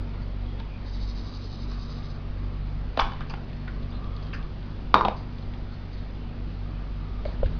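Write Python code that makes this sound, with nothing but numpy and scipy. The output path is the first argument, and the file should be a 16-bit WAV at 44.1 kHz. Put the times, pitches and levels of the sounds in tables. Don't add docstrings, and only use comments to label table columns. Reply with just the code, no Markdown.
import sys
import numpy as np
from scipy import signal
from scipy.io import wavfile
from scipy.ndimage import uniform_filter1d

SR = 44100
rng = np.random.default_rng(int(sys.argv[2]) if len(sys.argv) > 2 else 0)


def log_audio(samples):
    frames = np.atleast_2d(samples).T
    limited = np.clip(frames, -1, 1)
    pcm = np.round(limited * 32767).astype(np.int16)
    wavfile.write(sys.argv[1], SR, pcm)


def nominal_scale(level):
    x = np.asarray(level, float) / 20
    return 10 ** x


N = 334851


def evened(x):
    return x / np.sqrt(np.mean(x ** 2) + 1e-20)


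def read(points, hz):
    f, value = np.transpose(points)
    return np.interp(np.log(hz + 1), np.log(f + 1), value)


def add(mix, start_s, sound):
    part = mix[round(start_s * SR):][:len(sound)]
    part += sound[:len(part)]


def resonate(x, hz, width_hz):
    turn = np.exp(2j * np.pi * np.cumsum(hz * np.ones(len(x))) / SR)
    r = np.exp(-np.pi * width_hz / SR)
    smoothed = signal.lfilter([1 - r], [1, -r], x / turn)
    return 2 * (turn * smoothed).real


def ring(t, db, hz, t60, rise=0.00029):
    dying = nominal_scale(db - 60 * t / max(t60, .003))
    return dying * np.sin(2 * np.pi * hz * t) * (1 - np.exp(-t / rise))


def wander(rate_hz, count):
    t, f = np.arange(0, N + 512, 512) / SR, np.geomspace(rate_hz / 12, rate_hz, 16)
    turns = f * t[:, None, None] + rng.random((count, len(f)))
    slow = (np.sin(2 * np.pi * turns) / f ** 0.1).sum(axis=2).T
    return [np.interp(np.arange(N) / SR, t, evened(v)) for v in slow]


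# frequency in Hz, time to die by 60 dB in seconds.
ECHO = [(100, 0.43), (500, 0.24), (1000, 0.43), (2500, 0.39), (5000, 0.34)]


def room(x):
    taps = np.zeros(SR // 2)
    at = np.arange(150, len(taps) - 20, 20)
    taps[at + rng.integers(0, 20, len(at))] = rng.choice([-1., 1.], len(at))
    hz, t, z = signal.stft(taps, SR, nperseg=256)
    t60 = np.maximum(read(ECHO, hz), .05)[:, None]
    tail = signal.istft(z * nominal_scale(-60 * t / t60), SR, nperseg=256)[1]
    return signal.fftconvolve(x, tail / np.linalg.norm(tail))[:N]


# frequency in Hz, level
# in dB per Hz.
AIR_COLOUR = [(15, -7.5), (28, 4), (45, -6), (70, -13), (120, -10.5), (200, -12.5),
              (300, -17.5), (500, -22.5), (800, -26.5), (1200, -29), (1700, -33), (2500, -35), (4000, -38.5),
            (5500, -36)]
# time in seconds, level in dB.
DRAUGHT = [(0, 4), (1.8, 3), (3.6, 4), (4.8, 4.5), (5.4, 3.5), (6.6, 3.5), (7.1, 2.5), (7.4, 7)]
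AIR_DB, HISS_SHARE = -37, 0.37


def air():
    frames, hz = N // 512 + 5, np.fft.rfftfreq(2048, 1 / SR)
    a, b, patches = rng.standard_normal((frames, 1025, 3)).T
    patches = uniform_filter1d(patches, size=14, axis=0)
    patches = evened(uniform_filter1d(patches, size=8, axis=1))
    t, low = np.arange(frames) * 512 / SR, 1 / (1 + (hz[:, None] / 200) ** 2)
    swell_db = (low + HISS_SHARE * (1 - low)) * np.interp(t, *np.transpose(DRAUGHT))
    colour_db = read(AIR_COLOUR, hz)[:, None]
    shape = nominal_scale(colour_db + 1.1 * patches) * (hz < 8000)[:, None]
    spectra = (a + 1j * b) * shape * nominal_scale(swell_db)
    noise = signal.istft(spectra, nperseg=2048, noverlap=1536)[1][:N]
    return nominal_scale(AIR_DB) * evened(noise)


# time in seconds, rms level of the shaft's first order in dB.
LOAD = [(0.05, -31), (0.55, -32), (0.78, -38), (1.04, -28.5), (1.52, -39), (1.65, -30.5), (2.23, -38),
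        (2.37, -31), (2.89, -29.5), (2.96, -45), (3.1, -33), (3.18, -38), (4.25, -33), (4.57, -37),
        (5.97, -35.5), (6.21, -37), (6.43, -32.5), (7.3, -31)]
# multiple of the speed, level in dB, share of the load swing, own wander in dB.
SHAFT_ORDERS = [(1, -1.2, 1.0, 0.6), (2, -31, .3, 1.5), (3, -45, .3, 2.0), (5, -42, .2, 2.2)]
# time in seconds, frequency in Hz, rms level in dB.
FAR_MOTOR = [(0, 144, -47.5), (.5, 144, -59.5), (1.4, 144, -61.5), (1.9, 145, -41), (2.2, 145, -45.5),
             (2.4, 145, -42.5), (2.75, 145, -43), (2.95, 145, -47), (3.55, 144.5, -40.5), (3.95, 146, -52),
             (4.299, 155, -44), (4.85, 150, -50.5), (5.101, 145, -45.5), (5.5, 148, -50.5), (6.1, 151, -49),
             (6.6, 155, -45.5), (7.251, 152, -48), (7.59, 157, -42.5)]
SHAFT_HZ = 47.7


def machines():
    t = np.arange(N) / SR
    slip = wander(6.0, count=1)[0]
    load_db = np.interp(t, *np.transpose(LOAD))
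    hum = np.zeros(N)
    for (k, db, share, own_db), w in zip(SHAFT_ORDERS, wander(5.0, count=4)):
        turns = round(k) * (SHAFT_HZ * t + 0.017 * slip) + rng.random()
        hum += nominal_scale(db + share * load_db + own_db * w) * np.sin(2 * np.pi * turns)
    s, hz, db = np.transpose(FAR_MOTOR)
    motor_turns = np.cumsum(np.interp(t, s, hz)) / SR
    motor = nominal_scale(np.interp(t, s, db, left=-90)) * np.sin(2 * np.pi * motor_turns)
    return np.sqrt(2) * (hum + motor)


# start in seconds, rms level in dB, Hz at start, Hz at end, length in seconds.
BIRD_PEEPS = [
    (0.214, -54.5, 4500, 4700, 0.028),
    (0.42, -60, 3280, 3300, 0.16),
    (0.674, -56, 2390, 2460, 0.13),
    (3.895, -56, 4550, 4930, 0.028),
    (3.92, -57, 4100, 4000, 0.08),
    (4.031, -62, 3300, 3200, 0.38),
    (3.69, -66, 3130, 3100, .06),
]


def bird():
    out = np.zeros(N)
    for s, db, start_hz, end_hz, length in BIRD_PEEPS:
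        hz = np.linspace(start_hz, end_hz, int(length * SR))
        blur = resonate(rng.standard_normal(SR)[:len(hz)], hz, 160)
        add(out, s, nominal_scale(db) * evened(resonate(blur, hz, 320)) * np.hanning(len(hz)) ** .5)
    return out


THROB_CRESTS = [0.881, 0.949, 1.026, 1.097, 1.187, 1.268, 1.352, 1.44, 1.531, 1.622, 1.72, 1.822, 1.912,
                1.98, 2.05, 2.115, 2.163]
# frequency in Hz, width in Hz, level in dB.
INSECT_DRUM = [(3950, 130, -6), (4080, 390, -5.5), (4400, 340, 0), (4736, 350, 1.5), (5020, 280, 1.5)]
THROB_DB, SAG_DB_PER_S, SWELL_IN_S, DIE_OUT_S = -45.5, 2.7, 0.27, 0.12
DUTY = .33


def insect():
    t = np.arange(N) / SR
    gaps = np.gradient(THROB_CRESTS)
    power = sum(np.exp(-((t - s) / (DUTY * gap)) ** 2) for s, gap in zip(THROB_CRESTS, gaps))
    since, left = t - THROB_CRESTS[0] + .15, THROB_CRESTS[-1] + .04 - t
    fade = np.clip(np.minimum(since / SWELL_IN_S, left / DIE_OUT_S), 0, 1)
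    effort = nominal_scale(THROB_DB - SAG_DB_PER_S * since) * fade
    clicks = rng.standard_normal(N) * (rng.random(N) < .12)
    knots, drum = np.arange(100) * 0.12, np.zeros(N)
    for hz, width, db in INSECT_DRUM:
        shift, wane = (np.interp(t, knots, v) for v in rng.standard_normal((2, 100)))
        hz = hz * (1 + 0.0058 * shift)
        drum += nominal_scale(db + 1.5 * wane) * resonate(resonate(clicks, hz, width), hz, 1.8 * width)
    return evened(drum) * np.sqrt(power) * effort


# start in seconds, length in seconds, rms level in dB, pitch in Hz.
SHELL_HOLLOW = [
    (1.1, 1.55, -61, 1160),
    (3.62, .9, -58.5, 1150),
    (6.55, .8, -61.5, 1185),
]
GRIP_S, IDLE_DB = 0.1, -72.5


def hollow():
    t, (drift, press) = np.arange(N) / SR, wander(3.0, count=2)
    grip = np.zeros(N)
    for s, length, db, _ in SHELL_HOLLOW:
        grip += nominal_scale(db) * np.clip(np.minimum(t - s, s + length - t) / GRIP_S, 0, 1)
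    pitch = np.transpose([(s, f) for s, _, _, f in SHELL_HOLLOW])
    hz = np.interp(t, *pitch) * (1 + 0.01 * drift)
    song = evened(resonate(resonate(rng.standard_normal(N), hz, 150), hz, 220))
    return (nominal_scale(IDLE_DB) + grip * nominal_scale(3.0 * press)) * song


# start in seconds, peak in dB, frequency in Hz, time to die by 60 dB in s.
TABLE_THUMPS = [(2.975, -26, 60, .2), (2.974, -27, 260, .08), (3.018, -20, 26, .3), (4.944, -24, 300, .12),
                (4.945, -30, 140, .15), (7.28, -26, 60, .2), (7.39, -22, 55, .12), (7.432, -12, 33, .2),
                (7.457, -10, 50, .08), (7.484, -26, 45, .3), (7.535, -26, 45, .2)]


def thumps():
    out, t = np.zeros(N), np.arange(20000) / SR
    for s, db, hz, t60 in TABLE_THUMPS:
        add(out, s, -ring(t, db + 1.5, hz, t60, rise=.003))
    return out


# start in seconds, rms level in dB, centre in Hz, width in Hz,
# length in seconds.
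LONG_STROKES = [
    (0.133, -51, 1030, 890, 0.12),
    (3.004, -51, 3000, 3000, .12),
    (3.143, -55, 1780, 2480, 0.39),
    (4.94, -36.5, 2100, 1800, 0.063),
    (4.957, -34.5, 400, 350, 0.28),
    (5.962, -57, 4260, 2010, 0.084),
    (7.271, -48.5, 690, 700, 0.17),
    (7.252, -53, 4140, 1500, 0.1),
    (7.443, -53, 3500, 3000, .06),
]
# start in seconds, rms level in dB, centre in Hz, length in seconds.
RIM_SCRAPES = [(0.589, -52.5, 3400, 0.033), (2.975, -45, 2800, .025), (2.992, -32, 2330, 0.035),
               (2.996, -23.5, 3550, .0073), (3.002, -27.5, 5400, 0.017), (3.208, -41, 1500, 0.026),
               (3.209, -49, 2480, 0.022), (3.297, -41, 4870, 0.022), (3.298, -43.5, 2580, 0.022),
               (3.299, -41.5, 1000, 0.041), (3.333, -60, 3000, .05), (3.495, -53, 2300, 0.028),
               (3.675, -42.5, 1610, 0.032), (3.915, -56, 3460, 0.06), (4.224, -50, 4830, 0.027),
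               (4.328, -40.5, 2570, 0.032), (4.33, -40, 1500, 0.054), (4.334, -45, 5070, 0.048),
               (5.162, -54, 4660, 0.098), (5.72, -56, 4300, .049), (5.93, -51.5, 4540, 0.028),
               (7.251, -48.5, 2030, 0.023), (7.458, -45, 1500, .018)]
PATCH_HZ, PATCH_SHARE = 500, 0.085
# start in seconds, rms level in dB, centre in Hz.
STICKY_TICKS = [(.599, -44, 3900), (3.338, -32.5, 900), (3.53, -46, 2470), (3.829, -48, 3470),
                (4.042, -48.5, 3250), (4.164, -45, 3970), (4.266, -49.5, 3970), (4.427, -49.5, 3500),
                (4.628, -51, 3000), (4.9411, -19.5, 5000), (5.0505, -29.5, 2450), (5.383, -48, 3800),
                (5.425, -49, 4080), (5.537, -44, 2430), (7.459, -44, 2600), (7.469, -56, 3600)]
TICK_WIDTH_HZ, TICK_S = 2300, .008


def rubs():
    out = np.zeros(N)
    scrapes = [(s, db, hz, PATCH_HZ + PATCH_SHARE * hz, length) for s, db, hz, length in RIM_SCRAPES]
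    ticks = [(s, db, hz, TICK_WIDTH_HZ, TICK_S) for s, db, hz in STICKY_TICKS]
    for s, db, hz, width, length in LONG_STROKES + scrapes + ticks:
        slips = rng.standard_normal(8000) * nominal_scale(2.5 * rng.exponential(1, 8000))
        slips *= rng.random(8000) < .3
        u = np.arange(8000) / SR / max(length, .003)
        stroke = np.minimum(16 * u, 1) * np.exp(-2.5 * u ** 2)
        rub = resonate(resonate(slips, hz, width), hz, width) * stroke
        add(out, s, nominal_scale(db) * rub * np.linalg.norm(stroke) / np.linalg.norm(rub))
    return out


STIFFEN = 0.35


def hits(rows, modes, blow_t60):
    out, t = np.zeros(N), np.arange(12000) / SR
    for s, db, hz, tick_db, ring_db in rows:
        place_db, noise = 0.53 * rng.standard_normal(len(modes)), rng.standard_normal(len(t))
        blow = -ring(t, db + 3.5, hz, blow_t60 * nominal_scale(-STIFFEN * (db + 9)), rise=0.00083)
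        tick = nominal_scale(-60 * t / 0.012) * resonate(noise, 1800, 3500)
        tick *= nominal_scale(tick_db) / abs(tick).max()
        shell = np.zeros(len(t))
        for (f, d, t60), p in zip(modes, place_db):
            shell += ring(t, ring_db + d + p, f, min(t60, .25))
        add(out, s, blow + tick + shell)
    return out


# frequency in Hz, level in dB, time to die by 60 dB in seconds.
CAPSULE_MODES = [(560, -11, 0.044), (800, 1.5, 0.026), (1051, -1.5, 0.052), (1350, 0, 0.018),
                 (1500, -2, 0.013), (2300, -12, 0.018), (2466, -26.5, 0.02), (3000, -12, 0.048),
                 (3550, -16.5, 0.027), (4830, -9, 0.012)]
# start in seconds, blow peak in dB, blow in Hz, tick in dB, ring in dB.
BASE_KNOCKS = [
    (7.2525, -28.5, 600, -32, -41),
    (7.2570, -24, 560, -51, -46),
    (7.4292, -25.5, 560, -50.5, -64),
    (7.4312, -15.5, 546, -54, -38),
]


def knocks():
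    return hits(BASE_KNOCKS, CAPSULE_MODES, blow_t60=0.02)


# frequency in Hz, level in dB, time to die by 60
# dB in seconds.
LID_MODES = [(205, -5, .15), (320, -14, .08), (409, -12, .15), (480, -14, .1), (700, -12, .1),
             (845, -8, .2), (969, -3, .13), (1044, -3, .09), (1285, -7, .07), (1470, -14, .15),
             (1868, -24, .12), (2400, -27, .04), (3000, -24, .04),
             (3590, -23, .07), (3661, -16, .11), (3755, -13.5, .075), (3880, -24, .05)]
# start in seconds, blow peak in dB, blow in Hz, tick in dB, ring in dB.
LID_BOUNCES = [(4.9425, 16, 1125, -5.5, -16.5), (4.9497, -23.5, 1000, -40, -26),
               (4.9522, -8, 1100, -21, -36), (4.9562, -1.5, 970, -43.5, -44),
               (4.9635, -19, 610, -32, -23.5), (4.9720, -16.5, 1050, -45, -35.5),
               (4.9810, -25, 800, -46.5, -24), (5.0098, -3.5, 1095, -23, -29), (5.0164, -8, 1040, -46, -49),
               (5.0496, -4, 970, -19, -23), (5.0553, -9, 820, -38, -45), (5.0605, -12, 800, -34, -55),
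               (5.0735, -15, 940, -49, -47), (5.0838, -6.5, 734, -16, -35.5)]


def lid_bounces():
    return hits(LID_BOUNCES, LID_MODES, blow_t60=.013)


# start in seconds, blow peak in dB, blow in Hz, tick in dB, ring in dB.
SEAM_CRACKS = [(2.9735, -42, 876, -17.5, -50), (2.9754, -12, 560, -19.5, -29),
               (2.9915, -17, 1305, -19, -22), (2.9930, -14, 964, -29.5, -19), (2.9955, 2, 933, -13.5, -17),
               (3.0003, -12, 1095, -31, -35), (3.0065, -25, 1010, -21.5, -37),
               (3.0095, -15, 1070, -38, -28), (3.0160, -29, 1020, -33, -20.5), (3.120, -36, 830, -40, -33),
               (3.135, -34, 996, -31, -39), (3.207, -32, 1213, -33.5, -38), (3.338, -35.5, 800, -43, -52),
               (3.372, -47.5, 1390, -42, -60), (3.6795, -36, 1500, -28, -48),
               (.602, -38.5, 905, -34.5, -49), (1.718, -41, 1065, -39, -46)]


def seam_cracks():
    return hits(SEAM_CRACKS, CAPSULE_MODES, blow_t60=0.011)


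def scene():
    back = air() + machines() + insect() + bird() + hollow()
    capsule, lid, knocking, rubbing = seam_cracks(), lid_bounces(), knocks(), rubs()
    near = capsule + lid + knocking + rubbing
    wet = nominal_scale(-6.0) * capsule + nominal_scale(-10.5) * lid + knocking / 6 + nominal_scale(-7.0) * rubbing
    return (back + near + thumps() + room(wet))[None]


def top_cut(x):
    return signal.sosfilt(signal.butter(12, 16500, fs=SR, output="sos"), x)


def record(dry):
    guard = signal.firwin(61, 5150, window=("kaiser", 5.5), fs=SR)
    guarded = signal.oaconvolve(np.clip(dry, -.935, .935), guard[None], "same")
    kept = np.zeros(dry.shape)
    kept[:, ::4] = 4 * guarded[:, ::4]
    smooth = signal.firwin(65, 5500, window=("kaiser", 8.5), fs=SR)
    full = signal.oaconvolve(kept, smooth[None], "same")
    ceiling = .989 * abs(full).max()
    dither = nominal_scale(-97) * rng.standard_normal(dry.shape)
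    full = np.clip(full, -ceiling, ceiling) + dither
    return top_cut(full)


dry = scene()
out = record(dry)
log_audio(out)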